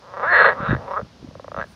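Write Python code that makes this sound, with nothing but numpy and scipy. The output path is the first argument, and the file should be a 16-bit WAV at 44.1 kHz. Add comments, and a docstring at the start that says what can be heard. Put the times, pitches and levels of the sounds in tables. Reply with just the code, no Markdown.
"""Frogs at the edge of a pond, on one microphone, over a faint outdoor hiss and a low rumble.
First a low croak swells and turns rough: each pulse is a snap of the larynx that rings the throat
and the vocal sac. A second croak follows at once, while soft bumps reach the microphone, then a third.
After a pause and a few more bumps, a row of ticks speeds up into a short rattle."""
import sys
import numpy as np
from scipy import signal
from scipy.fft import rfft, irfft
from scipy.io import wavfile
from scipy.ndimage import uniform_filter1d, minimum_filter1d

SR = 44100
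rng = np.random.default_rng(int(sys.argv[2]) if len(sys.argv) > 2 else 0)


def dump(signal):
    """Clip the signal to [-1, 1] and save it as 16-bit WAV at the path in sys.argv[1]."""
    limited = np.clip(np.atleast_2d(signal).T, -1, 1)
    pcm = np.round(limited * 32767).astype(np.int16)
    wavfile.write(sys.argv[1], SR, pcm)


N = 77175
T = np.arange(N) / SR

# Colours of the background at the pond. Each row: frequency in Hz, relative power per Hz in dB.
RUMBLE_COLOUR = [(20, -37), (35, -31), (55, -1), (90, -0.5), (140, -3.5), (220, -6), (350, -14), (700, -25),
                 (2000, -78.5)]
HISS_COLOUR = [(25, -29.5), (120, 1), (350, -7), (520, -5), (900, -6), (2000, -14), (3500, -13.5),
               (5000, -13.5), (6300, -19.5), (7600, -32.5), (11000, -35.5), (15500, -47.5)]
RUSTLE_COLOUR = [(20, -79.5), (6500, -11.5), (8500, -3.5), (9700, 0.5), (11500, -15.5), (15500, -9.5)]
# How rumble and rustle rise and fall. 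Each row: time in seconds, level in dB.
RUMBLE_LEVELS = [(0, -61.5), (.25, -46.5), (.31, -41), (.39, -44.5), (.45, -35.5), (.5, -44), (.6, -43),
                 (.67, -39.5), (.705, -21.5), (.745, -28), (.81, -40.5), (.92, -51.5), (1.03, -39),
                 (1.08, -55), (1.2, -46), (1.25, -46), (1.42, -46), (1.53, -47.5), (1.585, -34.5),
                 (1.64, -45.5), (1.75, -54)]
RUSTLE_LEVELS = [(0, -101), (.44, -96.5), (.5, -71), (.58, -85), (.87, -74.5), (1.05, -83), (1.6, -82),
                 (1.72, -63), (1.75, -71)]
# Bumps on the microphone. Each row: centre in seconds, peak in dB, pitch in Hz, half-width in seconds.
MIC_BUMPS = [(0.605, -19.5, 186, 0.0019), (0.632, -21.5, 167, 0.004), (.6935, -17, 160, 0.0064),
             (0.714, -13, 127, 0.0091), (0.7318, -8, 253, 0.0021), (0.754, -20.5, 127, 0.018),
             (1.031, -25.5, 170, 0.0033), (1.229, -28, 224, 0.001), (1.248, -29, 261, 0.004),
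             (1.289, -28, 187, 0.0025)]
# Scatter from reeds and banks. Each row: seconds to fall 60 dB, level against the direct sound in dB.
BANK_ECHOES = [(0.026, -4.5), (0.349, -20.5)]
# Thin overtones on the calls. Each row: start and end in seconds, first and last pitch in Hz, level in dB.
OVERTONES = [(.283, .515, 4260, 4170, -33.5), (0.63, 0.755, 3950, 3650, -48),
             (0.887, .975, 5850, 4600, -65), (1.555, 1.64, 6150, 5850, -64.5)]
# Colour of the rasp of air after a pulse. Each row: frequency in Hz, relative power per Hz in dB.
RASP_COLOUR = [(1200, -8), (2100, 20), (2550, -5), (3000, 1.5), (3600, 0.5), (4300, -5.5), (4800, -16.5),
               (6500, -33), (8000, -56.5)]
# Single ticks. Each row: start in seconds, level in dB, throat ring in Hz, sac against throat in dB.
TICK_PULSES = [(.7646, -37, 1780, -3), (1.0129, -42, 1420, -1), (1.272, -62, 1200, 8),
               (1.309, -61, 1200, 11), (1.3526, -49.5, 1090, 6.5), (1.3961, -46.5, 1060, 5),
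               (1.4437, -47.5, 1110, 6), (1.48, -43.5, 1110, 4), (1.5171, -40.5, 1230, 1.5),
               (1.5442, -38.5, 1330, 1), (1.5642, -36.5, 1270, -2), (1.5751, -36, 1300, 1),
               (1.5872, -33, 1350, -4), (1.5962, -34, 1340, -2), (1.6035, -37, 1550, -2),
               (1.6131, -30, 1620, -11), (1.6246, -32, 1600, -10), (1.6397, -41, 1690, -2)]
# The vocal sac tightens as the ticks speed up. Each row: time in seconds, sac ring in Hz.
TICK_SAC_PITCH = [(1.35, 540), (1.55, 616)]
# Pushes of air that lift a few pulses of a croak. Each row: time in seconds, lift in dB.
AIR_PUSHES = [(.138, 8), (.169, 9), (.196, 7), (.2295, 3), (.41, 2), (.4405, 3), (.4865, 3), (.879, 6),
              (.909, 10), (.9355, 10), (.962, 4.5), (.9925, 7)]
# One table per croak. Each row: time in seconds, pulses per second, throat ring in Hz, throat level
# in dB, sac against throat in dB, snap against ring in dB, roughness from 0 to 1.
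CROAKS = [
    [(.015, 185, 1000, -56, -3, 2, .25), (.13, 190, 1060, -48.5, -5, 3, .25),
     (.205, 172, 1250, -39, -7, 6, .2), (.235, 255, 1280, -27.5, -11, 6, .1),
     (.265, 312, 1550, -26, -17, -5, .12), (.295, 350, 1716, -22.5, -17, -17, 0.05),
     (.322, 355, 1753, -17.5, -4.5, -22, 0.04), (.342, 285, 1825, -15.5, -19, -14.5, 0.17),
     (.37, 240, 1744, -15.5, -15.5, -32, 0.4), (.415, 230, 1586, -15.5, -8, -16.5, 0.4),
     (.436, 255, 1486, -20, -21, -11, 0.6), (.451, 252, 1574, -8.5, -10.5, -17, 0.44),
     (.474, 250, 1600, -22, -4, -7, .8), (.503, 185, 1804, -24.5, -10, -3.5, 0.24),
     (.531, 160, 1868, -33, -6, 3, 0.34)],
    [(.534, 188.5, 1150, -46.5, 0.5, 12, 0.35), (.59, 245, 1230, -35, -10.5, -8.5, 0.25),
     (.63, 200, 1350, -35, -4, -15, .45), (.67, 215, 1530, -30, -13, -17, .7),
     (.715, 198, 1514, -29.5, -8.5, -25, 0.78), (.752, 116, 1550, -30.5, -10, 0, 0.3)],
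    [(.772, 235, 750, -47, -0.5, -1, 0.44), (.85, 205, 810, -44, -5, -6, 0.38),
     (.9, 190, 970, -43, 0, -9, 0.34), (.955, 195, 1130, -38, -12.5, -14, 0.03),
     (.976, 220, 1290, -26.5, -10, -28, 0.03), (.988, 170, 1270, -41, 1.5, -16, 0.02),
     (1.003, 129, 1420, -45, 6, -14, 0.26)],
]

SAC_HZ, SAC_WIDTH_HZ, RING_WIDTH_HZ = 530, 145, 175
SNAP_HZ, SNAP_WIDTH_HZ, TREBLE_HZ, TREBLE_WIDTH_HZ = 1220, 950, 3400, 1700
LOW_EDGE_HZ, BODY_EDGE_HZ, TREBLE_EDGE_HZ = 450, 2120, 4350
LEAD_S, SAC_LAG_S, TREBLE_LAG_S = .005, .001, .003  # throat first, then the sac, the top treble last
JITTER_S, SHIMMER_DB, RING_SCATTER, SAC_SCATTER = .0014, 3.5, .17, .093  # at full roughness


def amp(db):
    """Decibels to gain."""
    return 10 ** (np.asarray(db) / 20)


def unit_rms(x):
    """Scales to rms 1."""
    return x / np.sqrt(np.mean(x ** 2) + 1e-30)


def follow(table, t):
    """Every column of a curve table at the times t."""
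    times, *columns = np.transpose(table)
    return [np.interp(t, times, column) for column in columns]


def add(mix, start_s, sound):
    """Adds a sound into the mix, row for row."""
    part = mix[:, max(round(start_s * SR), 0):][:, :sound.shape[1]]
    part += sound[:, :part.shape[1]]


def noise(colour, envelope=1):
    """White noise under an envelope, then coloured with its power kept."""
    hz, db = np.transpose(colour)
    gain = amp(np.interp(np.log(np.fft.rfftfreq(N, 1 / SR) + 1), np.log(hz), db))
    return irfft(rfft(envelope * rng.standard_normal(N)) * unit_rms(gain), N)


def roll_off(ratio, order):
    """Power passed by a steep filter edge."""
    return 1 / (1 + ratio ** order)


def resonance(f, hz, width_hz, edges):
    """Power spectrum of one resonance between filter edges, with energy 1."""
    power = edges / ((f ** 2 - hz ** 2) ** 2 + (f * width_hz) ** 2)
    return power / power.mean()


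def background(hiss_db=-52.5):
    """The open air around the microphone: uneven low rumble, steady hiss and a faint high rustle."""
    rumble = noise(RUMBLE_COLOUR) * amp(follow(RUMBLE_LEVELS, T)[0])
    hiss = noise(HISS_COLOUR) * amp(hiss_db)
    rustle = noise(RUSTLE_COLOUR) * amp(follow(RUSTLE_LEVELS, T)[0])
    return rumble + hiss + rustle


def mic_bumps():
    """Dull pushes right on the microphone, a few cycles long at most."""
    return sum(amp(db) * np.exp(-((T - at) / width) ** 2) * np.cos(2 * np.pi * hz * (T - at))
               for at, db, hz, width in MIC_BUMPS)


def banks(direct):
    """The direct sound, then a quick scatter and a faint tail from the reeds and banks farther off."""
    t = T[:SR // 2]
    response = np.zeros(len(t))
    for t60, db in BANK_ECHOES:
        tail = rng.standard_normal(len(t)) * amp(-60 * t / t60)
        response += amp(db) * tail / np.linalg.norm(tail)
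    return direct + signal.fftconvolve(direct, response)[:N]


def overtones(width_hz=130):
    """A thin, fuzzy whistle on top of each call that swells and fades as its pitch sinks."""
    out = np.zeros(N)
    smooth = signal.butter(2, width_hz / 2, fs=SR, output="sos")
    for start, end, from_hz, to_hz, db in OVERTONES:
        progress = np.clip((T - start) / (end - start), 0, 1)
        hz = from_hz + (to_hz - from_hz) * progress
        fuzz = signal.sosfilt(smooth, rng.standard_normal(N) + 1j * rng.standard_normal(N))
        tone = (fuzz * np.exp(2j * np.pi * np.cumsum(hz) / SR)).real
        out += amp(db) * np.sin(np.pi * progress) * unit_rms(tone)
    return out


def larynx_pulse(ring_hz, sac_hz, sac_db, snap_db, rough, size=2048):
    """One snap of the larynx, LEAD_S in, rings throat and sac. Two rows: sound, envelope of its rasp."""
    f = np.fft.rfftfreq(size, 1 / SR) + 1
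    low_cut = roll_off(LOW_EDGE_HZ / f, order=12)
    body_band = low_cut * roll_off(f / BODY_EDGE_HZ, order=26)
    ring = resonance(f, ring_hz, RING_WIDTH_HZ, body_band * roll_off(SAC_HZ / f, order=4))
    snap = resonance(f, SNAP_HZ, SNAP_WIDTH_HZ, body_band)
    sac = resonance(f, sac_hz, SAC_WIDTH_HZ, body_band)
    treble = resonance(f, TREBLE_HZ, TREBLE_WIDTH_HZ, low_cut * roll_off(f / TREBLE_EDGE_HZ, order=40))
    snap_weight = amp(snap_db) ** 2
    throat = (ring + snap_weight * snap) / (1 + snap_weight)
    power = throat + amp(sac_db) ** 2 * sac + amp(-14) ** 2 * rough * treble
    # Minimum phase: a sharp onset, then the ringing.
    log_gain = np.log(power + 1e-11) / 2
    mirrored = np.concatenate([log_gain, log_gain[-2:0:-1]])
    spectrum = np.exp(np.conj(signal.hilbert(mirrored)))[:len(f)]
    delay = LEAD_S + SAC_LAG_S * roll_off(f / (2 * SAC_HZ), order=4)
    delay += TREBLE_LAG_S * roll_off(TREBLE_EDGE_HZ / f, order=6)
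    sound = irfft(spectrum * np.exp(-2j * np.pi * np.cumsum(delay) * SR / size))
    t = np.arange(size) / SR - LEAD_S
    puff = (t > 0) * np.exp(-t / .004)  # the air dies away in a few milliseconds
    return np.array([sound, np.sqrt(rough) * puff / np.linalg.norm(puff)])


def ticks(span_s=.008):
    """Larynx pulses heard one by one, then as a rattle; each has the energy of its level over span_s."""
    out = np.zeros((2, N))
    for start, db, ring_hz, sac_db in TICK_PULSES:
        sac_hz = follow(TICK_SAC_PITCH, start)[0]
        pulse = larynx_pulse(ring_hz, sac_hz, sac_db, snap_db=sac_db - 4, rough=.49)
        add(out, start - LEAD_S, amp(db) * np.sqrt(SR * span_s) * pulse)
    return out


def croak(voice, push_s=.011, max_pulses=256):
    """A train of pulses in step with each push of air; roughness unsettles timing, strength and ring."""
    out = np.zeros((2, N))
    chance = rng.standard_normal((max_pulses, 4)).clip(-2, 2)
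    t = np.arange(voice[0][0], voice[-1][0], 1 / SR)
    cycles = np.cumsum(follow(voice, t)[0]) / SR
    # Bend the count of cycles so that a pulse is due on every push.
    pushes = [t[0]] + [at for at, lift in AIR_PUSHES if t[0] < at < t[-1]]
    due = np.interp(pushes, t, cycles)
    count = np.floor(cycles + np.interp(t, pushes, np.round(due) - due))
    starts = t[np.diff(count, prepend=0) > 0]
    for start, (jitter, shimmer, ring_drift, sac_drift) in zip(starts, chance):
        rate, ring_hz, db, sac_db, snap_db, rough = follow(voice, start)
        db += sum(lift * np.exp(-((start - at) / push_s) ** 2)
                  for at, lift in AIR_PUSHES if start > at - .5 / rate)
        db += SHIMMER_DB * rough * shimmer
        ring_hz *= 1 + RING_SCATTER * rough * ring_drift
        sac_hz = SAC_HZ * (1 + SAC_SCATTER * rough * sac_drift)
        pulse = larynx_pulse(ring_hz, sac_hz, sac_db, snap_db, rough)
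        add(out, start - LEAD_S + JITTER_S * rough * jitter, amp(db) * np.sqrt(SR / rate) * pulse)
    return out


def scene():
    """Frogs, bumps and background at one microphone by the water."""
    pulses, puffs = sum(croak(voice) for voice in CROAKS) + ticks()
    rasp = amp(-16) * noise(RASP_COLOUR, envelope=puffs)
    frogs = pulses + rasp + overtones()
    return (banks(frogs) + mic_bumps() + background())[None]


def record(dry, bass_cut_hz=38, ceiling_db=-.3, hold_s=.004, top_hz=15650):
    """Behind the microphone: a bass cut, a smooth peak limiter and the band limit."""
    x = signal.sosfilt(signal.butter(2, bass_cut_hz, "high", fs=SR, output="sos"), dry)
    hold = int(hold_s * SR)
    gain = minimum_filter1d(np.minimum(1, amp(ceiling_db) / (abs(x) + 1e-9)), 2 * hold)
    limited = x * uniform_filter1d(uniform_filter1d(gain, hold), hold)
    low_pass = signal.firwin(511, top_hz, window=("kaiser", 9), fs=SR)
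    return signal.oaconvolve(limited, low_pass[None], "same")


dry = scene()
out = record(dry)
dump(out)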